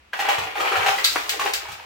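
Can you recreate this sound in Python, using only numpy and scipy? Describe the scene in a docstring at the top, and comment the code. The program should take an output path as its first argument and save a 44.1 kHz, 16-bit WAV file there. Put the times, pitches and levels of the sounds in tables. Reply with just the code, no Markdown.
"""A faint low room rumble, then ice shaken in a steel cocktail shaker in a small, live bar room, 2-3 m away.
Cubes knock and ring the tin (noise contacts, damped modes) over loose ice and liquid (random grains), in two bouts.
The shaker is then turned and handled: steel clinks (click and ping), a palm slap (short noise), a last tumble.
Soft low thumps (decaying tone and noise) lie beneath; the rumble is steady shaped noise."""
import sys
import numpy as np
from scipy import signal
from scipy.fft import rfft, irfft, next_fast_len
from scipy.io import wavfile
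from scipy.ndimage import uniform_filter1d

SR = 44100
rng = np.random.default_rng(int(sys.argv[2]) if len(sys.argv) > 2 else 0)


def transcribe(signal):
    """Save signal, clipped to [-1, 1], as a 16-bit WAV file at the path in sys.argv[1]."""
    frames = np.atleast_2d(signal).T
    limited = np.clip(frames, -1, 1)
    pcm = np.round(limited * 32767).astype(np.int16)
    wavfile.write(sys.argv[1], SR, pcm)


N = 81585
T = np.arange(SR // 2) / SR  # time axis of one event, s
LEVEL_WINDOW_S = 0.005


def amp(db):
    """Decibels to gain."""
    return 10 ** (np.asarray(db) / 20)


def unit(x):
    """Scale to rms 1."""
    return x / np.sqrt(np.mean(x ** 2) + 1e-20)


def norm(x):
    """Scale to energy 1."""
    return x / np.linalg.norm(x)


def fade(t, t60_s):
    """Exponential decay, 60 dB in t60_s."""
    return amp(-60 * t / t60_s)


def swell(rise_s):
    """Exponential approach to 1."""
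    return 1 - np.exp(-T / rise_s)


def along(points, hz):
    """Interpolate (f/Hz, value) points on a log frequency axis."""
    f, v = np.transpose(points)
    return np.interp(np.log(hz + 1), np.log(f + 1), v)


def filtered(x, response):
    """x times a response of frequency."""
    m = next_fast_len(N + SR // 2)
    hz = np.fft.rfftfreq(m, 1 / SR)
    return irfft(rfft(x, m) * response(hz), m)[..., :N]


def coloured(x, points, size=4096):
    """x through a causal minimum-phase filter of energy 1 with this spectrum shape."""
    gain = amp(along(points, np.fft.rfftfreq(size, 1 / SR)))
    cepstrum = irfft(np.log(gain))
    cepstrum[1:size // 2] *= 2
    cepstrum[size // 2 + 1:] = 0
    impulse = norm(irfft(np.exp(rfft(cepstrum))))
    return signal.fftconvolve(x, impulse)[:N]


def contact(t60_s, rise_s):
    """A touch and its micro-bounces: noise burst, flattened in spectrum, energy 1."""
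    burst = norm(rng.standard_normal(len(T)) * fade(T, t60_s) * swell(rise_s))
    flat = irfft(np.exp(1j * np.angle(rfft(burst))), len(T))
    return norm(flat * fade(T, 10 * t60_s))


def note(hz, t60_s, rise_s):
    """One damped resonance, energy 1."""
    return norm(np.sin(2 * np.pi * hz * T) * fade(T, t60_s) * swell(rise_s))


def blows(rows, sound):
    """A fresh sound at each (t/s, level/dB); energy 1 is referred to LEVEL_WINDOW_S."""
    out = np.zeros(N + SR)
    for s, db in rows:
        start = round(s * SR)
        out[start:start + len(T)] += amp(db) * np.sqrt(LEVEL_WINDOW_S * SR) * sound()
    return out[:N]


def spread(pair, alike):
    """Two unrelated signals to left and right with a given correlation."""
    turn = np.arccos(np.clip(alike, -1, 1)) / 2
    mid, side = pair[0] * np.cos(turn), pair[1] * np.sin(turn)
    return np.array([mid + side, mid - side])


# room decay: f/Hz, T60/s
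ROOM_DECAY = [(250, 0.13), (800, 0.34), (2200, 0.36), (14000, 0.24)]
# left-right likeness of the room answer: f/Hz, correlation
ROOM_LIKENESS = [(380, 0.45), (600, -0.59), (1000, -0.2)]
ROOM_BUILD_S = 0.0011


def room_tail():
    """Stereo decaying noise: one room answer, mean energy 1 per side."""
    hz, t, z = signal.stft(rng.standard_normal((2, len(T))), SR, nperseg=256)
    z = spread(z, along(ROOM_LIKENESS, hz)[:, None])
    z = z * fade(t, along(ROOM_DECAY, hz)[:, None])
    tail = signal.istft(z, SR, nperseg=256)[1][:, :len(T)] * swell(ROOM_BUILD_S)
    return np.sqrt(2) * norm(tail)


def in_room(x, room_db, lead_s=0, count=9):
    """Direct sound plus count crossfaded room answers, as the shaker moves; left leads by lead_s."""
    side = np.array([[1], [-1]])
    out = filtered(x, lambda hz: np.exp(1j * np.pi * hz * lead_s * side))
    place = np.linspace(0, count - 1, N)
    for k in range(count):
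        part = x * np.cos(np.pi / 2 * np.clip(place - k, -1, 1))
        out = out + amp(room_db) * signal.fftconvolve(part[None], room_tail(), axes=1)[:, :N]
    return out


# rumble spectrum shape: f/Hz, relative level/dB
FLOOR = [(35, -36), (62, 3.5), (110, -18.5), (2600, -16.5), (3600, -23.5), (15000, -45)]
# left-right likeness of the rumble: f/Hz, correlation
FLOOR_LIKENESS = [(100, 0.98), (800, 0)]
FLOOR_RMS_DB = -55


def room_tone():
    """Steady ventilation rumble: shaped noise, alike left and right in the bass."""
    m = next_fast_len(N)
    hz = np.fft.rfftfreq(m, 1 / SR)
    noise = spread(rfft(rng.standard_normal((2, m))), along(FLOOR_LIKENESS, hz))
    air = irfft(noise * amp(along(FLOOR, hz)), m)[:, :N]
    return amp(FLOOR_RMS_DB) * unit(air)


# loose ice and liquid, levels before mix gains: t/s, rattle level/dB, slosh level/dB, treble level/dB
TUMBLE = [(0.126, -42, -50.5, -57.5), (0.198, -32.5, -40, -38), (.26, -25, -41.5, -45),
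          (.32, -25, -32.5, -33.5), (.42, -28, -42.5, -45), (0.538, -36.5, -46.5, -50.5),
          (0.587, -26, -35.5, -36), (.79, -24.5, -33, -40), (0.899, -26, -35, -30.5),
          (.96, -31.5, -40.5, -34), (1.12, -37, -49, -29.5), (1.24, -33, -47.5, -37.5),
          (1.38, -32, -38.5, -41.5), (1.459, -32.5, -30.5, -28), (1.51, -57, -41, -42),
          (1.569, -31, -47.5, -42.5), (1.85, -42, -69, -53.5)]
RATTLE, SLOSH, TREBLE = 1, 2, 3  # columns
GRAINS_PER_S, GRAIN_SPREAD_DB, GRAIN_T60_S = 260, 2.5, 0.013


def tumble_db(column):
    """Interpolated tumble level, silent before the first row."""
    rows = np.transpose(TUMBLE)
    return np.interp(np.arange(N) / SR, rows[0], rows[column], left=-np.inf)


def grains(column):
    """Dense random patter of small contacts: noise under summed decays."""
    strength = amp(GRAIN_SPREAD_DB * np.clip(rng.standard_normal(N), -2, 2))
    hits = (rng.random(N) < GRAINS_PER_S / SR) * strength
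    power = np.abs(signal.fftconvolve(hits ** 2, fade(T, GRAIN_T60_S) ** 2)[:N])
    patter = unit(np.sqrt(power) * rng.standard_normal(N))
    return patter * amp(tumble_db(column))


def vigour(x):
    """How hard the ice moves, 0-1: only hard shaking throws the cubes and rings the tin."""
    level = np.sqrt(np.abs(uniform_filter1d(x ** 2, size=900)))
    return level / level.max()


CLACKS_PER_S, CLACK_HZ, CLACK_OCTAVES, CLACK_T60_S, CLACK_DB = 120, 1588, 1.2, 0.018, -6.5


def clacks(count=400, size=3000):
    """Loose cubes collide at uneven moments; each clack has its own three damped pitches."""
    out, t = np.zeros(N + size), T[:size]
    for k, (late, strength, *pitches) in enumerate(rng.uniform(-1, 1, (count, 5))):
        start = round((k + 1 + late) / CLACKS_PER_S * SR)
        if start < N:
            hz = CLACK_HZ * 2 ** (CLACK_OCTAVES * np.array(pitches))
            tones = np.sin(2 * np.pi * hz[:, None] * t).sum(axis=0)
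            out[start:start + size] += amp(2 * GRAIN_SPREAD_DB * strength) * fade(t, CLACK_T60_S) * tones
    return unit(out[:N]) * amp(CLACK_DB + tumble_db(RATTLE))


# cubes striking the tin, levels before mix gains: t/s, level/dB, hardness (crack boost)/dB, hollow note f/Hz
KNOCKS = [(.132, -21, -8, 1612), (.19, -20.5, 3, 812), (.2, -19.5, 5.5, 1880), (.221, -24, -12, 772),
          (.25, -22, -17, 800), (.286, -14.5, 5, 806), (.292, -28.5, 0, 790), (.381, -24, 9, 900),
          (.428, -36, 15, 1440), (.47, -28, -16, 763), (0.554, -23.5, -11, 812), (.603, -20, 5.5, 1256),
          (.648, -20, 1, 910), (.718, -21, -3, 1360), (.754, -18, -5, 1400), (.767, -20, 6, 758),
          (.818, -24, -14, 1296), (.861, -12, 1, 797), (0.882, -12.5, 0.5, 762), (.887, -22, -13, 781),
          (.982, -19, 0, 2016), (1.334, -27.5, -7, 800), (1.394, -19.5, 7.5, 1138), (1.41, -20.5, -4, 1105),
          (1.459, -16, -4, 798.6), (1.652, -33, -11, 950), (1.684, -33, 11, 846), (1.716, -33, 15, 1240),
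          (1.794, -35, -7, 905)]
# knock and rattle colour: f/Hz, relative level/dB
BODY = [(150, -47), (300, -27.5), (480, -5), (1000, -0.5), (2000, -3), (2800, -2.5), (3700, -11),
        (8000, -29)]
KNOCK_T60_S, KNOCK_RISE_S, RATTLE_DB = 0.037, 0.0022, -5


def knock_body(strikes, rattle):
    """Dull body of cube impacts, loose rattle and clacks, in one colour."""
    knocks = blows(strikes, lambda: contact(KNOCK_T60_S, KNOCK_RISE_S))
    loose = amp(RATTLE_DB) * rattle + clacks() * vigour(rattle)
    return coloured(knocks + loose, BODY)


# modes of the filled tin: f/Hz, relative level/dB, T60/s
TIN = [(790, 3.5, 0.29), (841, 1.5, 0.36), (942, -9.5, 0.3), (1926, -2.5, 0.33), (2364, 10.5, 0.028),
       (2550, -10, 0.089)]
TIN_DB, RATTLE_RING_DB = -7.5, -5


def ringing(modes):
    """One ring of energy 1; each blow shares it out anew between the modes."""
    ring = 0
    for hz, db, t60_s in modes:
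        level = amp(db + rng.normal(0, 1.0))
        ring = ring + level * fade(T, t60_s) * np.sin(2 * np.pi * hz * T + rng.uniform(0, 2 * np.pi))
    return norm(ring)


def tin_ring(strikes, rattle):
    """Tin modes rung by the knocks and by vigorous rattle."""
    struck = blows(strikes, lambda: ringing(TIN))
    shaken = signal.fftconvolve(rattle * vigour(rattle), ringing(TIN))[:N]
    return amp(TIN_DB) * struck + amp(RATTLE_RING_DB) * shaken


# crack and chip colour: f/Hz, relative level/dB
CRACK = [(1500, -11), (3500, 0.5), (7600, -6.5), (9500, -14), (15500, -11)]
CRACK_DB, CRACK_T60_S, CHIPS_DB = -12, 0.074, -1


def cracks_and_chips():
    """Treble of hard impacts and of loose chips: contacts plus grains."""
    rows = [(s, db + hard_db + CRACK_DB) for s, db, hard_db, hz in KNOCKS]
    cracks = blows(rows, lambda: contact(CRACK_T60_S, KNOCK_RISE_S))
    return coloured(cracks + amp(CHIPS_DB) * grains(TREBLE), CRACK)


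# liquid colour: f/Hz, relative level/dB
SLOSH_COLOUR = [(190, -36.5), (290, -5.5), (440, 3.5), (800, -7), (1600, -31.5)]
SLOSH_DB = 0.5


def liquid():
    """Slosh: grains in a low-mid band."""
    return amp(SLOSH_DB) * coloured(grains(SLOSH), SLOSH_COLOUR)


ICE_DB, ICE_ROOM_DB = -5.5, 4.5


def ice():
    """Big cubes knock and ring the tin; loose ice, chips and liquid tumble between them."""
    strikes = [(s, db) for s, db, hard_db, hz in KNOCKS]
    rattle = grains(RATTLE)
    dry_ice = knock_body(strikes, rattle) + tin_ring(strikes, rattle) + cracks_and_chips() + liquid()
    return amp(ICE_DB) * in_room(dry_ice, ICE_ROOM_DB, count=14)


NOTE_DB, NOTE_T60_CYCLES = -4, 37  # fixed cycle count: high notes die sooner


def hollow_notes():
    """Each landing cube sounds a short note, its pitch set by where it hits and the air space left."""
    notes = np.zeros(N)
    for s, db, hard_db, hz in KNOCKS:
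        t60_s = NOTE_T60_CYCLES / hz
        notes += blows([(s, db + NOTE_DB)], lambda: note(hz, t60_s, t60_s / 10))
    return in_room(notes, room_db=-1.0)


# soft thumps, as of weight shifting on the floor: t/s, level/dB
THUMPS = [(.378, -34), (.768, -36.5), (1.68, -44)]
THUMP_HZ, THUMP_T60_S, THUMP_RISE_S, THUMP_PUFF_DB = 93.6, 0.28, 0.025, -0.5


def boom():
    """Low room mode plus band noise, swelling then decaying."""
    band = signal.butter(2, [60, 150], "band", fs=SR, output="sos")
    puff = unit(signal.sosfilt(band, rng.standard_normal(len(T))))
    tone = np.sqrt(2) * np.sin(2 * np.pi * THUMP_HZ * T)
    push = (tone + amp(THUMP_PUFF_DB) * puff) * fade(T, THUMP_T60_S) * swell(THUMP_RISE_S)
    return push / np.sqrt(LEVEL_WINDOW_S * SR)  # cancels the gain in blows


def thumps():
    """A soft push sets a low room mode booming."""
    return blows(THUMPS, boom)


# steel-on-steel contacts: t/s, level/dB, ping re click/dB, ping f/Hz
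CLINKS = [(1.0433, -18, -1.5, 4020), (1.047, -15, -4, 4530), (1.293, -18.5, -10.5, 3320),
          (1.536, -19, -12.5, 4870)]
# click colour: f/Hz, relative level/dB
CLINK_COLOUR = [(600, -33.5), (1600, -3.5), (4300, -3), (6000, -7.5), (7600, -6), (9700, -16.5),
                (15500, -10.5)]
CLINK_T60_S, CLINK_RISE_S, PING_T60_S = 0.015, 0.0012, 0.0039
CLINK_ROOM_DB, CLINK_LEAD_S = 4, 0.000186


def clinks():
    """Hard contacts click and give a short ping from the steel rim, damped by the hand."""
    rows = [(s, db) for s, db, ping_db, hz in CLINKS]
    click = coloured(blows(rows, lambda: contact(CLINK_T60_S, CLINK_RISE_S)), CLINK_COLOUR)
    ping = np.zeros(N)
    for s, db, ping_db, hz in CLINKS:
        ping += blows([(s, db + ping_db)], lambda: note(hz, PING_T60_S, PING_T60_S / 10))
    return in_room(click + ping, CLINK_ROOM_DB, CLINK_LEAD_S, count=4)


# palm slap colour: f/Hz, relative level/dB
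SLAP_COLOUR = [(170, -37), (290, -0.5), (500, -5.5), (1114, 1.5), (2500, -5), (6000, -30)]
SLAP_AT_S, SLAP_DB, SLAP_T60_S, SLAP_RISE_S, SLAP_ROOM_DB = 1.1578, -17, 0.03, 0.0019, 2


def slap():
    """A palm lands on the tin and damps it at once: one short contact, no ring."""
    pat = blows([(SLAP_AT_S, SLAP_DB)], lambda: contact(SLAP_T60_S, SLAP_RISE_S))
    return in_room(coloured(pat, SLAP_COLOUR), SLAP_ROOM_DB, count=2)


def scene():
    """Everything at the two microphone ports."""
    return room_tone() + ice() + hollow_notes() + thumps() + clinks() + slap()


# port colour: f/Hz, left re right/dB
MIC_BALANCE = [(450, -0.48), (1500, 1.7), (4500, 0.77)]
TOP_HZ = 15800


def record(dry):
    """Half the port balance to each side; nothing is kept from TOP_HZ up."""
    half = np.array([[.5], [-.5]])
    return filtered(dry, lambda hz: amp(along(MIC_BALANCE, hz) * half) * (hz < TOP_HZ))


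dry = scene()
out = record(dry)
transcribe(out)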